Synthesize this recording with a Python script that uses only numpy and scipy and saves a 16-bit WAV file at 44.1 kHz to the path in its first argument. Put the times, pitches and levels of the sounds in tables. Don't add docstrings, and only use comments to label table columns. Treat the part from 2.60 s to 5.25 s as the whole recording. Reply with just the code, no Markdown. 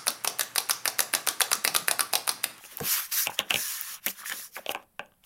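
import sys
import numpy as np
from scipy import signal
from scipy.fft import rfft, irfft, next_fast_len
from scipy.io import wavfile
from scipy.ndimage import uniform_filter1d

SR = 44100
rng = np.random.default_rng(int(sys.argv[2]) if len(sys.argv) > 2 else 0)


def gain_from_db(level_db):
    decades = np.asarray(level_db, float) / 20
    return 10 ** decades


def wav_record(signal):
    frames = np.transpose(np.atleast_2d(signal))
    bounded = np.clip(frames, -1, 1)
    quanta = np.round(bounded * 32767).astype(np.int16)
    wavfile.write(sys.argv[1], SR, quanta)


N = 116865

SNAP_S = 0.0015
CRACK_HZ = 4500


def unit(x):
    return x / np.sqrt(np.mean(x ** 2) + 1e-20)


def peak(x):
    return x / np.abs(x).max()


def along(points, hz):
    f, v = np.transpose(points)
    return np.interp(np.log(hz + 1), np.log(f + 1), v)


def add(into, x, s):
    part = into[round(s * SR):][:len(x)]
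    part += x[:len(part)]


def high_pass(x, hz):
    return signal.lfilter(*signal.butter(2, hz, "high", fs=SR), x)


def resonate(x, hz, q):
    return signal.lfilter(*signal.iirpeak(hz, q, SR), x)


def coloured(x, points, rings=()):
    size = next_fast_len(N + 8192)
    hz = np.fft.rfftfreq(size, 1 / SR)
    db = along(points, hz)
    for centre_hz, width_hz, lift_db in rings:
        db = db + lift_db / (1 + (2 * (hz - centre_hz) / width_hz) ** 2)
    return unit(irfft(rfft(x, size) * gain_from_db(db), size)[:N])


def patchy(x, patchy_db):
    z = signal.stft(x, nperseg=256)[2]
    field = uniform_filter1d(rng.standard_normal(z.shape), size=2, axis=0)
    field = uniform_filter1d(field, size=12, axis=1)
    return signal.istft(z * gain_from_db(patchy_db * unit(field)), nperseg=256)[1][:N]


def fibres():
    slips_per_s, spread_db, slip_share = 6000, 3, 0.5
    sizes = gain_from_db(spread_db * rng.standard_normal(N)) * rng.choice([-1, 1], N)
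    slips = (rng.random(N) < slips_per_s / SR) * sizes
    return np.sqrt(slip_share) * unit(slips) + np.sqrt(1 - slip_share) * rng.standard_normal(N)


def ring(modes, t):
    out = np.zeros(len(t))
    for hz, db, t60 in modes:
        decay = gain_from_db(db + rng.normal(0, 2.5) - 60 * t / t60)
        out += decay * np.sin(2 * np.pi * hz * rng.normal(1, .04) * t + rng.normal(0, .8))
    return out


def room(x):
    # (frequency [Hz], t60 [s])
    room_t60 = [(200, 0.4), (1000, 0.23), (3000, 0.03), (8000, 0.17)]
    wet_db, delay_s = -19, 0.005
    hz, t, z = signal.stft(rng.standard_normal(SR // 4), SR, nperseg=128)
    tail = signal.istft(z * gain_from_db(-60 * t / along(room_t60, hz)[:, None]), SR, nperseg=128)[1]
    wet = signal.fftconvolve(x, tail / np.linalg.norm(tail))
    wet = np.pad(wet, (round(delay_s * SR), 0))
    return np.pad(x, (0, len(wet) - len(x))) + gain_from_db(wet_db) * wet


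def floor():
    # (frequency [Hz], density [dB per Hz])
    floor_spectrum = [(25, 1.5), (120, -3.5), (200, -0.5), (300, -15.5), (700, -13.5), (2500, -22.5),
                      (7000, -27.5), (11300, -15), (16000, -19.5)]
    # (frequency [Hz], rms level [dB])
    whine_tones = [(8000, -90), (11590, -87)]
    floor_db = -68
    t = np.arange(N) / SR
    out = gain_from_db(floor_db) * coloured(rng.standard_normal(N), floor_spectrum)
    for hz, db in whine_tones:
        out += gain_from_db(db + 3) * np.sin(2 * np.pi * hz * t)
    return out


def shifts():
    # (time [s], length [s], level [dB])
    shift_events = [(0.119, 0.12, -56.5), (0.216, 0.11, -48.5), (0.827, 0.11, -54), (0.94, 0.15, -55),
                    (1.309, 0.052, -66.5), (1.459, 0.064, -41.5), (1.58, 0.12, -66), (1.682, 0.2, -56.5),
                    (1.866, 0.092, -70), (1.956, 0.14, -55.5), (2.168, 0.12, -62.5), (2.4, 0.17, -63)]
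    # (frequency [Hz], density [dB per Hz])
    stack_spectrum = [(100, -29.5), (190, -0.5), (300, -5.5), (550, -2), (850, -11), (1300, -36.5)]
    t, gain = np.arange(N) / SR, np.zeros(N)
    for s, length_s, db in shift_events:
        u = np.clip((t - s) / length_s, 0, 1)
        gain += gain_from_db(db) * np.sin(np.pi * u ** 0.51) ** 2
    return gain * coloured(patchy(fibres(), patchy_db=3), [(30, -80)] + stack_spectrum + [(4000, -90)])


def thumps():
    # (time [s], peak [dB], deepest modes re peak [dB])
    thump_events = [
        (.207, -21, -4.5),
        (0.672, -32, -8),
        (.792, -29.5, -8),
        (.908, -32.5, -9),
        (0.944, -26.5, -4),
        (1.464, -31.5, -13),
        (1.698, -56, -5),
        (2.092, -36, -9),
        (2.396, -46.5, -6),
    ]
    # (frequency [Hz], level [dB], t60 [s])
    table_modes = [(96, -4.5, 0.14), (144, -2, 0.11), (198.3, -9, 0.16), (255, -14.5, 0.13),
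                   (432, -16, 0.062)]
    deep_hz = 170
    out, t = np.zeros(N), np.arange(SR // 4) / SR
    onset = 1 - np.exp(-t / (2 * SNAP_S))
    for s, db, deep_db in thump_events:
        modes = [(hz, level + deep_db * (hz < deep_hz), t60) for hz, level, t60 in table_modes]
        add(out, gain_from_db(db) * ring(modes, t) * onset, s)
    return out


def pitched(events):
    out, t = np.zeros(N), np.arange(SR // 4) / SR
    for s, db, hz, t60 in events:
        envelope = gain_from_db(db - 60 * t / t60) * (1 - np.exp(-2 * t * hz))
        add(out, room(-envelope * np.sin(2 * np.pi * hz * t)), s)
    return out


def knocks():
    return pitched([(0.209, -25, 464, 0.059), (0.7918, -23.5, 560, 0.016), (1.718, -21, 1737, 0.023),
                    (1.97, -37.5, 540, 0.056), (2.063, -20.5, 616, 0.017), (2.0924, -16, 569, 0.021),
                    (2.1487, -15.5, 850, 0.011), (2.3945, -16, 798, 0.0091)])


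def creaks():
    # (time [s], peak [dB], pitch [Hz])
    creak_slips = [(.0095, -40, 800), (1.591, -39, 1160), (1.604, -36, 1370), (1.6147, -35, 1150),
                   (1.62, -33, 1770), (1.628, -36, 1480), (1.634, -31, 1220), (1.6402, -29, 1250)]
    t60_s = 0.014
    return pitched([(s, db, hz, t60_s) for s, db, hz in creak_slips])


def scrapes():
    # (time [s], length [s], level [dB], first pitch [Hz], last pitch [Hz])
    scrape_events = [
        (1.69, 0.045, -36, 1660, 1820),
        (1.952, .018, -40, 2530, 1690),
        (1.96, 0.04, -39.5, 1540, 490),
    ]
    stutters_per_s = 700
    out, t = np.zeros(N), np.arange(SR // 50) / SR
    for s, length_s, db, first_hz, last_hz in scrape_events:
        many = round(stutters_per_s * length_s)
        for k, (late, size, off) in enumerate(rng.random((many, 3))):
            u = (k + late) / many
            hz = first_hz * (last_hz / first_hz) ** u * (.9 + off / 5)
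            level = gain_from_db(db + 9.4 * size) * np.sin(np.pi * u) ** .5
            pulse = t * hz * np.exp(-t * hz) * np.sin(2 * np.pi * hz * t)
            add(out, level * pulse, s + u * length_s)
    return room(out)[:N]


def ticks():
    # (time [s], peak [dB])
    tick_events = [(0.1713, -11.5), (0.173, -22), (1.2119, -2.5), (1.4628, -6.5), (1.4675, -13),
                   (2.1145, -20.5)]
    hz, t60_s = 13200, 0.0025
    out, t = np.zeros(N), np.arange(SR // 100) / SR
    for s, db in tick_events:
        click = ring([(hz, 0, t60_s), (hz / 2, -20, t60_s)], t)
        add(out, room(gain_from_db(db - 3.5) * click), s)
    return high_pass(out, CRACK_HZ)


def snaps():
    # (time [s], peak [dB], pitch [Hz], crack re peak [dB],
    # book body re corner [dB])
    snap_events = [(0.1855, -40.5, 880, -1.5, -12), (0.2024, -29.5, 1540, 6, 1),
                   (0.2065, -28.5, 702, -15, -7.5), (0.6708, -14, 2670, -3, -9),
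                   (0.6952, -28.5, 890, -19.5, -4.5), (0.7185, -36.5, 1520, -18, -6.5),
                   (0.791, -10, 3510, -4.5, -22.5), (0.7913, -13, 3040, -6.5, -10.5),
                   (0.8008, -26, 2600, -16, 1), (0.8026, -31, 3540, -16, 0),
                   (0.8083, -27, 1670, -21, -7.5), (0.9072, -9, 2760, -7.5, -11.5),
                   (0.91, -20, 1540, -12.5, -23), (0.919, -23.5, 2260, -10, -5.5),
                   (0.9417, -11.5, 3400, -9, -8.5), (0.9429, -14.5, 2700, -4, -13),
                   (0.9584, -12, 2670, -8.5, -15.5), (1.463, -25.5, 1900, 9, -9.5),
                   (1.4662, -26, 1850, 10, -5.5), (1.4784, -26.5, 2420, -5.5, -18.5),
                   (1.4826, -21.5, 3060, -0.5, -15), (1.489, -30.5, 3000, 1, -17),
                   (0.0396, -37, 2530, -7, -2), (0.051, -37, 2600, -8, -3), (1.6592, -25.5, 1830, -15, -33),
                  (1.6979, -24, 1790, 4, -16), (1.7232, -22, 3300, -0.5, -15), (1.797, -43, 1800, 1, -5.5),
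                  (1.9656, -28, 2250, -17, -17), (1.9668, -29.5, 1640, -16.5, -5),
                  (2.0625, -24, 3500, -10.5, -18.5), (2.0636, -25.5, 2650, -14.5, -20),
                  (2.081, -40, 3600, -13.5, -2), (2.0931, -16, 2770, -12, -6), (2.106, -32.5, 2280, -13, 5),
                  (2.106, -49, 2487, 1.5, -8), (2.1162, -37, 3020, 1, 0), (2.118, -38.5, 3600, 2, -15),
                  (2.1487, -22.5, 2570, -9, 2), (2.159, -36, 2410, -8, 6.5), (2.2263, -53, 2430, 0, 4.5),
                  (2.3944, -24, 2590, -14, 4), (2.46, -52.5, 2950, -0.5, -4.5),
                  (2.52, -57.5, 2990, -18.5, 2), (2.539, -60, 3050, -9.5, -3),
                  (2.6391, -44.5, 3130, -8, -13)]
    # (frequency [Hz], level [dB], t60 [s])
    book_modes = [(390, -13, .022), (580, 1, .02), (820, 3, .016), (1150, 4, .013), (1550, 1, .012)]
    lead_db, corner_q = -20, 3
    crack_t60_s, crack_top_hz = 0.007, 10900
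    rattle_per_s, rattle_db, rattle_t60_s, rattle_top_hz = 2500, -19, 0.17, 2200
    out, cracks, t = np.zeros(N), np.zeros(N), np.arange(SR // 8) / SR
    dull = signal.butter(2, rattle_top_hz, fs=SR)
    release = round(SNAP_S * SR)
    since = t - SNAP_S
    crack_db_curve = -60 * np.abs(since) / crack_t60_s * np.where(since < 0, 2, 1)
    for s, db, hz, crack_db, body_db in snap_events:
        slips = gain_from_db(lead_db) * rng.standard_normal(len(t)) * (t / SNAP_S) * np.exp(-(t / SNAP_S) ** 2)
        slips[release] = -2
        corner = resonate(resonate(slips, hz, corner_q), hz, corner_q)
        crack = rng.standard_normal(len(t)) * gain_from_db(crack_db_curve)
        body = np.roll(ring(book_modes, t) * (1 - np.exp(-4 * t / SNAP_S)), release)
        knock = peak(corner) + gain_from_db(body_db) * peak(body)
        hits = (rng.random(len(t)) < rattle_per_s / SR) * rng.standard_normal(len(t))
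        hits = hits * gain_from_db(rattle_db - 60 * t / rattle_t60_s)
        rattle = signal.lfilter(*dull, signal.fftconvolve(knock, hits)[:len(t)])
        add(out, room(gain_from_db(db) * (knock + rattle)), s - SNAP_S)
        add(cracks, gain_from_db(db + crack_db) * peak(crack), s - SNAP_S)
    cracks = high_pass(cracks, CRACK_HZ)
    cracks = signal.lfilter(*signal.butter(1, crack_top_hz, fs=SR), cracks)
    return out + room(2 * cracks)[:N]


def phone_colour(x):
    # (frequency [Hz], width [Hz], lift [dB])
    blow_rings = [(2700, 600, 3), (4150, 450, -10), (5150, 350, -9), (5650, 400, 4), (6780, 400, 5)]
    for hz, width_hz, lift_db in blow_rings:
        x = x + (gain_from_db(lift_db) - 1) * resonate(x, hz, hz / width_hz)
    return x


def strokes():
    # (time [s], sliding level [dB], sheet flexing re sliding [dB])
    finger_strokes = [
        [(.19, -52, -20), (.235, -40, -2.5), (.26, -29.5, -10), (.33, -23, -15), (.4, -31.5, -4),
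         (.42, -37, -4.5), (.455, -37.5, -16), (.49, -55, -3)],
        [(.49, -48, -7), (.51, -50, -6), (.522, -28.5, -12.5), (.6, -24.5, -18.5), (.635, -28.5, -26),
         (.665, -37, 0), (.7, -76, 19)],
        [(1.4, -79, 3), (1.45, -42.5, -9.5), (1.459, -46, -24), (1.468, -38, 7.5), (1.505, -34, -37),
         (1.525, -50, -58), (1.55, -55, -24)],
        [(1.91, -63, -20), (1.96, -42, -22), (1.985, -48.5, 4), (2.005, -55.5, -9), (2.055, -63.5, 5),
         (2.1, -45, -11), (2.12, -30, -11), (2.126, -70, 3), (2.24, -70, 2)],
        [(2.6, -98.5, -6.5), (2.632, -74.5, -1), (2.65, -54.5, -8)],
    ]
    page_strokes = [
        [(0, -55, -6), (.06, -45.5, -14.5), (.085, -53, -2), (.125, -45, -7.5), (.165, -55.5, -2),
         (.19, -41, -3)],
        [(.7, -41, -14), (.72, -51, -25), (.745, -42, -45), (.77, -53, -4), (.805, -43, 16), (.83, -65, -30),
         (.89, -55, 8)],
        [(.89, -53, -38), (.903, -34.5, 1), (.915, -42, 0), (.938, -37, -10), (.95, -39, 3), (.962, -31.5, -50),
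         (1.11, -32, -13.5), (1.24, -39, -11), (1.345, -37.5, -10), (1.4, -65, 8.5)],
        [(1.55, -57, 2), (1.6, -40.5, -19), (1.64, -55, 0.5), (1.66, -40, -5), (1.68, -35, -24),
         (1.72, -41, 4.5), (1.79, -37.5, -26), (1.86, -42.5, -45), (1.91, -66, -21)],
    ]
    # (frequency [Hz], density [dB per Hz])
    skin_spectrum = [(290, -67.5), (500, -47), (1180, -7.5), (1600, -2.5), (3390, -5.5), (5710, 2.5),
                     (7860, -3.5), (13600, 5), (16000, -6)]
    # (frequency [Hz], density [dB per Hz])
    sheet_spectrum = [(410, -76.5), (700, -44.5), (1050, -5.5), (1440, -12.5), (4860, -3.5), (5540, 0.5),
                      (8100, -6.5), (10500, 1.5), (16000, -4.5)]
    # (frequency [Hz], width [Hz], lift [dB])
    sheet_rings = [(1743, 450, 13), (5860, 260, 1.5), (6920, 120, 7.5)]
    # (frequency [Hz], level [dB])
    flex_spectrum = [(300, -21.5), (700, -11), (1100, 3), (1800, 1), (2800, 1.5), (3700, 0), (4500, -17)]
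    skin = coloured(patchy(fibres(), patchy_db=2.8), skin_spectrum)
    sheet = coloured(patchy(fibres(), patchy_db=2.2), sheet_spectrum, sheet_rings)
    flex = coloured(patchy(fibres(), patchy_db=3), [(50, -80)] + flex_spectrum + [(9000, -66)])
    t, out = np.arange(N) / SR, np.zeros(N)
    for tables, surface in [(finger_strokes, skin), (page_strokes, sheet)]:
        for rows in tables:
            s, level_db, flex_db = np.transpose(rows)
            gain = gain_from_db(np.interp(t, s, level_db, left=-150, right=-150))
            slide = surface + gain_from_db(np.interp(t, s, flex_db)) * flex
            out += uniform_filter1d(gain, size=88) * slide
    return room(out)[:N]


def scene():
    mic_low_hz, top_hz = 131, 15850
    near = shifts() + thumps() + knocks() + creaks() + scrapes() + phone_colour(snaps()) + strokes()
    mix = high_pass(near, mic_low_hz) + floor()
    limited = irfft(rfft(mix) * (np.fft.rfftfreq(N, 1 / SR) < top_hz), N)
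    return (limited + ticks())[None]


def band_limit(x):
    return signal.sosfilt(signal.butter(12, 16970, fs=SR, output="sos"), x)


def record(dry):
    return band_limit(dry)


dry = scene()
out = record(dry)
wav_record(out)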